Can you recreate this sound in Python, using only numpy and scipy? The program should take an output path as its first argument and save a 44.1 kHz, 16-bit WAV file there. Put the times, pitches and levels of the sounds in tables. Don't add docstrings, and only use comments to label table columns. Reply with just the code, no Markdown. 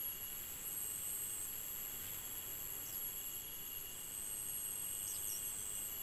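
import sys
import numpy as np
from scipy import signal
from scipy.fft import rfft, irfft, next_fast_len
from scipy.io import wavfile
from scipy.ndimage import uniform_filter1d, map_coordinates

SR = 44100
rng = np.random.default_rng(int(sys.argv[2]) if len(sys.argv) > 2 else 0)


def invert_db(x):
    u = np.asarray(x, float) / 20
    return 10 ** u


def wav_out(sig):
    wavfile.write(sys.argv[1], SR, np.round(np.clip(np.atleast_2d(sig).T, -1, 1) * 32767).astype(np.int16))


N = 265729
TIME = np.arange(N) / SR


def unit(x):
    return x / np.sqrt(np.mean(x ** 2) + 1e-20)


def curves(rows, t=TIME):
    s, *cols = np.transpose(rows)
    return [np.interp(t, s, c) for c in cols]


def wobble(rate, size=N):
    knots = rng.standard_normal(int(size * rate / SR) + 4)
    return map_coordinates(knots, [np.arange(size) * rate / SR])


def filtered(x, response):
    m = next_fast_len(N + 8192)
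    return irfft(rfft(x, m) * response(np.fft.rfftfreq(m, 1 / SR)), m)[:N]


def noise(spectrum):
    f, db = np.transpose(spectrum)
    colour = lambda hz: invert_db(np.interp(np.log(hz + 1), np.log(f + 1), db))
    return unit(filtered(rng.standard_normal(N), colour))


def add(out, s, piece):
    part = out[round(s * SR):][:len(piece)]
    part += piece[:len(part)]


def whistle(hz, db):
    cycles = np.cumsum(hz) / SR + rng.random()
    return np.sqrt(2) * invert_db(db) * np.sin(2 * np.pi * cycles)


def echoes(x, wet_db, t60):
    t = np.arange(SR // 4) / SR
    tail = rng.standard_normal(len(t)) * invert_db(-60 * t / t60) * (t > .002)
    return x + invert_db(wet_db) * signal.fftconvolve(x, tail / np.linalg.norm(tail))[:N]


def cicadas(phrases, trim_db, flutter_db, waver_hz):
    out = np.zeros(N)
    for s, length, hz, sag_hz, early_db, late_db in phrases:
        u = np.linspace(0, 1, round(length * SR))
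        swell_db = early_db + (late_db - early_db) * (2 * u - .5)
        swell_db = np.clip(swell_db, min(early_db, late_db) - 3, max(early_db, late_db) + 9.0)
        flutter = wobble(6.3, size=len(u)) + 0.87 * wobble(30.0, size=len(u))
        level_db = swell_db + trim_db + flutter_db * flutter
        nearest_end = np.minimum(u + (s < .05), 1 - u + (s + length > 6))
        fade = np.clip(nearest_end * length / 0.042, 0, 1)
        pitch_hz = hz - sag_hz * u + waver_hz * wobble(25.2, size=len(u))
        add(out, s, fade * whistle(pitch_hz, level_db))
    return out


def partial_phrases(singer, partial, db, swell_db):
    breath_s = .07
    first, period, hz, sag_hz, share = singer
    rows = []
    for start in np.arange(first, N / SR, period):
        s = max(start + breath_s, 0)
        end = start + share * period
        if end > s + .02:
            start_hz = partial * (hz - sag_hz * (s - start))
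            fall_hz = partial * sag_hz * (end - s)
            rows.append((s, end - s, start_hz, fall_hz, db - swell_db, db + swell_db))
    return rows


def near_chorus():
    # first_start_s, phrase_period_s, start_hz, sag_hz_per_s, sung_share
    near_singers = [(-.246, .829, 2879.4, 25.3, .97), (-.652, 1.044, 2847.3, 16.5, .98),
                    (-.217, .768, 2840.9, 21.3, .95), (-.66, .808, 2901.4, 35, .68),
                    (-.468, 1.053, 2956.7, 20.8, .93), (-.637, .817, 2796.3, 22.1, .92),
                    (-.191, .832, 2959.1, 25.2, .82), (-.199, .84, 2916.2, 22, .7),
                    (-.137, .91, 2746.1, 26.6, .75), (-.243, .826, 3041.8, 24.4, .92),
                    (-.637, .962, 2779.8, 18.2, .7)]
    # fourth_partial_db, fourth_swell_db, fundamental_db, fundamental_swell_db (swell per phrase)
    voices = [(-52.5, 2, -71, -3), (-58.5, 0, -70, 0), (-56.5, -2.5, -70, -1), (-63, 3, -70, -2),
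              (-68, -1, -70, -.5), (-64, -1, -82, -3), (-66, -1, -84, 0), (-70, -1, -88, 0),
              (-76, 2, -79.5, 0), (-73, 1, -90, 0), (-79, -2, -82, 0)]
    # time_s, fourth partials of the three nearest (gain_db x 3), all fundamentals gain_db
    shimmer = [(0, 8, 8, 1, 2), (.4, -3.5, -1, 2, -0.5), (.8, -1, 3, 0.5, -1.5), (1.2, 0.5, -1, 1, -.5),
               (1.7, 2, 7, 1.5, -1.5), (2.1, -3, 1, 1, -2), (2.5, 1, 0.1, 3, -1.5), (2.95, -3, 4, 7.5, 0.5),
               (3.3, -4, -7, 8, -0.5), (3.7, -3, -0.5, 2, 4), (4.2, -1, 0, -5, -1), (4.7, -9, 5, 1.5, 2),
               (5.1, 4, 5, -3, 1.5), (5.5, -7.5, 2, 1, -0.3), (6.03, 5, 1, -14, 2)]
    *fades, low_fade_db = curves(shimmer)
    fades = fades + [0] * len(near_singers)
    octave_db = -30
    octave = partial_phrases(near_singers[0], 2, voices[0][0] + octave_db, 0)
    out = cicadas(octave, trim_db=0, flutter_db=1.8, waver_hz=2)
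    for singer, voice, fade_db in zip(near_singers, voices, fades):
        high_db, high_swell_db, low_db, low_swell_db = voice
        high = partial_phrases(singer, 4, high_db, high_swell_db)
        out = out + invert_db(fade_db) * cicadas(high, trim_db=0, flutter_db=2.5, waver_hz=2.5)
        low = partial_phrases(singer, 1, low_db, low_swell_db)
        out = out + invert_db(low_fade_db) * cicadas(low, trim_db=0, flutter_db=1.4, waver_hz=.8)
    return out


def far_chorus():
    # first_start_s, phrase_period_s, start_hz, level_db
    far_singers = [(-.063, .827, 12095, -77), (.1, .9, 11930, -73), (-.3, .8, 11700, -73),
                   (-.1, .87, 11050, -77), (.3, .76, 11270, -69)]
    # centre_hz, width_hz, level_db
    crowd_bands = [(11170, 160, -8), (11400, 300, 0), (11700, 300, -7), (12000, 400, -14),
                   (10940, 200, -14)]
    rows = []
    for first, period, hz, db in far_singers:
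        for s in np.arange(first, 6, period):
            if s >= 0:
                rows.append((s, 1.1 * period, hz, 0.0066 * hz, db, db))

    def bands(f):
        return np.sqrt(sum(invert_db(2 * db) / (1 + (2 * (f - c) / w) ** 4) for c, w, db in crowd_bands))

    crowd = invert_db(-63 + 1.5 * wobble(3)) * unit(filtered(rng.standard_normal(N), bands))
    return crowd + cicadas(rows, trim_db=-1.5, flutter_db=2.2, waver_hz=3)


def strokes(song, duty, sweep, octave_db, scatter_db, rasp, lead=0.0, point=2):
    rate, hz, db = curves(song)
    begun = TIME >= song[0][0]
    turns = np.cumsum(rate * begun) / SR + lead
    number = turns.astype(int)
    u = (turns - number) / np.clip(duty, .05, 1)
    through = np.clip(u, 0, 1)
    size_db, bend, start = rng.standard_normal((number[-1] + 1, 3))[number].T
    shape = np.sin(np.pi * through ** 0.64) ** point * begun * (TIME <= song[-1][0])
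    chirp_hz = hz * (1 + sweep * (.4 - through) + .006 * bend)
    phase = 2 * np.pi * np.cumsum(chirp_hz) / SR + 2 * start
    rough = 1 + rasp * wobble(900)
    tone = np.sin(phase) + invert_db(octave_db) * np.sin(2 * phase)
    return shape * rough * tone * invert_db(db + scatter_db * size_db) * 2 / np.sqrt(duty)


def pitched(song, hz, at_db, hz_per_db):
    return [(s, rate, hz + hz_per_db * (db - at_db), db) for s, rate, db in song]


def katydids():
    # time_s, strokes_per_s, level_db
    left_song = [
        [(-.1, 106, -63.5), (.3, 99, -55.5), (.6, 105, -54), (1.0, 102, -52), (1.5, 103, -52), (2.5, 100, -53),
         (3.424, 96.5, -52.5)],
        [(3.55, 99, -62.5), (3.8, 110, -59), (4.2, 102, -58), (4.7, 99.3, -55.5), (5.7, 98.8, -50.5),
         (6.1, 103, -54.5)],
    ]
    right_song = [
        [(.48, 103.7, -60), (.72, 102.4, -50), (.78, 104.6, -47.5), (1.2, 103, -47), (1.455, 101.3, -46.5)],
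        [(3.9, 102, -61), (3.96, 101.5, -52.5), (4.11, 103.4, -52.5), (4.15, 104.3, -47), (5.0, 102.5, -46.5),
         (5.88, 102, -47.5)],
    ]
    left_octaves_db = (-4, -7)
    left = sum(strokes(pitched(song, 7672, at_db=-53.5, hz_per_db=13), duty=.68, sweep=.16, octave_db=db,
                       scatter_db=-0.04, rasp=0.077, lead=.68, point=1.43)
               for song, db in zip(left_song, left_octaves_db))
    right = sum(strokes(pitched(song, 8228, at_db=-47, hz_per_db=30), duty=.62, sweep=.06, octave_db=-24,
                        scatter_db=1.1, rasp=.1, lead=.65, point=1.7)
                for song in right_song)
    return echoes(left, wet_db=-9, t60=.05) + echoes(right, wet_db=-11, t60=0.045)


def steady(rate, hz, db):
    return [(0, rate, hz, db), (6.1, rate, hz, db)]


def crickets():
    # time_s, level_db
    purr_levels = [(0, -63), (.8, -70.5), (1.3, -65.5), (1.6, -67.5), (2.1, -62), (2.8, -67), (3.5, -62),
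                   (4.3, -68), (5.2, -61), (6.1, -66)]
    # time_s, level_db
    buzz_levels = [(0, -67), (1.5, -69), (3, -68), (4.7, -66), (5.1, -69), (6.1, -71)]
    purr_db, = curves(purr_levels)
    purr = sum(strokes(steady(*voice), duty=.7, sweep=.17, octave_db=-40, scatter_db=1.5,
                       rasp=.1, lead=.1, point=1.3)
               for voice in [(25.62, 3330, 0), (26.25, 3370, -7), (17.0, 3280, -4)])  # strokes/s, Hz, dB
    buzz_db, = curves(buzz_levels)
    bursts = np.clip(.35 + 1.5 * np.sin(2 * np.pi * (8.5 * TIME + .01)), .2, 1)
    buzz = strokes(steady(95, 6620, 0), duty=.9, sweep=.03, octave_db=-40, scatter_db=2.5, rasp=.15, point=1.2)
    both = invert_db(purr_db - 5) * purr + invert_db(buzz_db + 2.5) * bursts * buzz
    return echoes(both, wet_db=-5, t60=.08)


def birds():
    # start_s, pitch_factor, level_db
    figures = [
        (2.854, .975, -51),
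        (5.068, .99, -45.5),
    ]
    # time_from_figure_start_s, pitch_hz, level_db
    humps = [(0, 4300, -20), (.012, 6200, -3), (.023, 6900, -7), (.031, 6500, -5), (.035, 5700, -6),
             (.042, 5800, -5), (.047, 6750, -7), (.054, 6200, -9), (.061, 4400, -22)]
    flick = [(.07, 4500, -26), (.073, 5050, -9), (.077, 5150, -9), (.083, 4300, -20), (.086, 5700, -12),
             (.09, 5000, -9), (.099, 3400, -14)]
    # time_s, pitch_hz, level_db
    kinked_fall = [(5.258, 7100, -73), (5.268, 6880, -56), (5.279, 6100, -52), (5.286, 6700, -54),
                   (5.294, 6300, -51), (5.301, 5500, -51), (5.305, 5430, -70)]
    final_dip = [(5.308, 6300, -66), (5.318, 6000, -51), (5.331, 5680, -48.5), (5.345, 5530, -54),
                 (5.36, 5720, -50.5), (5.372, 6000, -53), (5.382, 6440, -54), (5.39, 6600, -80)]
    # start_s, length_s, top_hz, level_db
    peeps = [
        (4.905, .062, 6650, -65),
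        (5.03, .07, 6600, -61),
        (5.16, .07, 6420, -63),
        (5.298, .07, 6400, -69),
        (5.435, .074, 6310, -60.5),
        (5.578, .082, 6250, -60),
        (5.735, .072, 6160, -62),
        (5.893, .078, 6140, -66),
    ]
    # share_of_length, pitch_factor, level_db
    peep_arch = [(0, .92, -16), (.08, .968, -5), (.3, .985, 0), (.7, 1.0, 0), (.88, .99, -2),
                 (1.0, .87, -12)]
    out = np.zeros(N)
    notes = [(note, s, factor, db) for s, factor, db in figures for note in (humps, flick)]
    notes += [(kinked_fall, 0, 1, 0), (final_dip, 0, 1, 0)]
    for note, s, factor, db in notes:
        hz, shape_db = curves(note, np.arange(note[0][0], note[-1][0], 1 / SR))
        add(out, s + note[0][0], whistle(factor * uniform_filter1d(hz, size=70), db + shape_db))
    for s, length, hz, db in peeps:
        factor, shape_db = curves(peep_arch, np.linspace(0, 1, round(length * SR)))
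        add(out, s, whistle(hz * uniform_filter1d(factor, size=200), db + shape_db))
    return echoes(out, wet_db=-6, t60=.15)


def grass():
    # centre_s, level_db, half_length_s
    brushes = [
        (.47, -61.5, .14),
        (1.0, -64.5, .35),
        (1.65, -64, .2),
        (1.9, -62.5, .08),
        (2.065, -55.5, .045),
        (2.14, -59.5, .05),
        (2.38, -65, .1),
    ]
    # freq_hz, density_db_per_hz
    blade_colour = [(500, -24), (1200, 2), (3000, 4.5), (6000, -9.5), (10000, 0.5), (14000, 4),
                    (17000, -17.5)]
    still_db = -77
    power = sum(invert_db(2 * db) * np.exp(-((TIME - s) / half) ** 2) for s, db, half in brushes)
    rustle = invert_db(still_db) + np.sqrt(power)
    clumps = invert_db(1.3 * wobble(35) + 3 * wobble(300))
    return rustle * unit(clumps * noise(blade_colour))


def open_air():
    # freq_hz, density_db_per_hz
    rumble_colour = [(3, -2), (8, 2.5), (20, -7.5), (40, -11), (65, -12), (88, -7.5), (120, -10.5),
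                     (260, -16), (400, -14), (500, -18), (600, -21), (1000, -19.5), (2600, -21.5),
                     (3400, -51), (5700, -120)]
    # freq_hz, density_db_per_hz
    hiss_colour = [(2000, -58), (2800, 5.5), (3700, -5), (4500, -1), (5300, -9), (6200, 1), (6900, 2),
                   (7500, 10.5), (8600, 4), (9500, -5), (10500, -1.5), (13000, -4), (14000, -5),
                   (15200, -5), (17000, 0.5)]
    breeze_colour = [(3, -7), (15, -12), (35, -24), (70, -27), (200, -120)]  # Hz, dB per Hz
    gusts = invert_db(-65.5 + 3.0 * wobble(2.3)) * noise(breeze_colour)
    rumble = invert_db(-58.0 + 0.89 * wobble(1.434)) * noise(rumble_colour)
    hiss = invert_db(-55.0 + 0.13 * wobble(0.67)) * noise(hiss_colour)
    return gusts + rumble + hiss


def scene():
    insects = near_chorus() + far_chorus() + katydids() + crickets()
    return (insects + birds() + grass() + open_air())[None]


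def roll_off(x):
    return signal.sosfilt(signal.butter(12, 16750, fs=SR, output="sos"), x)


def record(dry):
    top_hz = 15540
    mix = filtered(dry[0], lambda hz: hz < top_hz)[None]
    return roll_off(mix)


dry = scene()
out = record(dry)
wav_out(out)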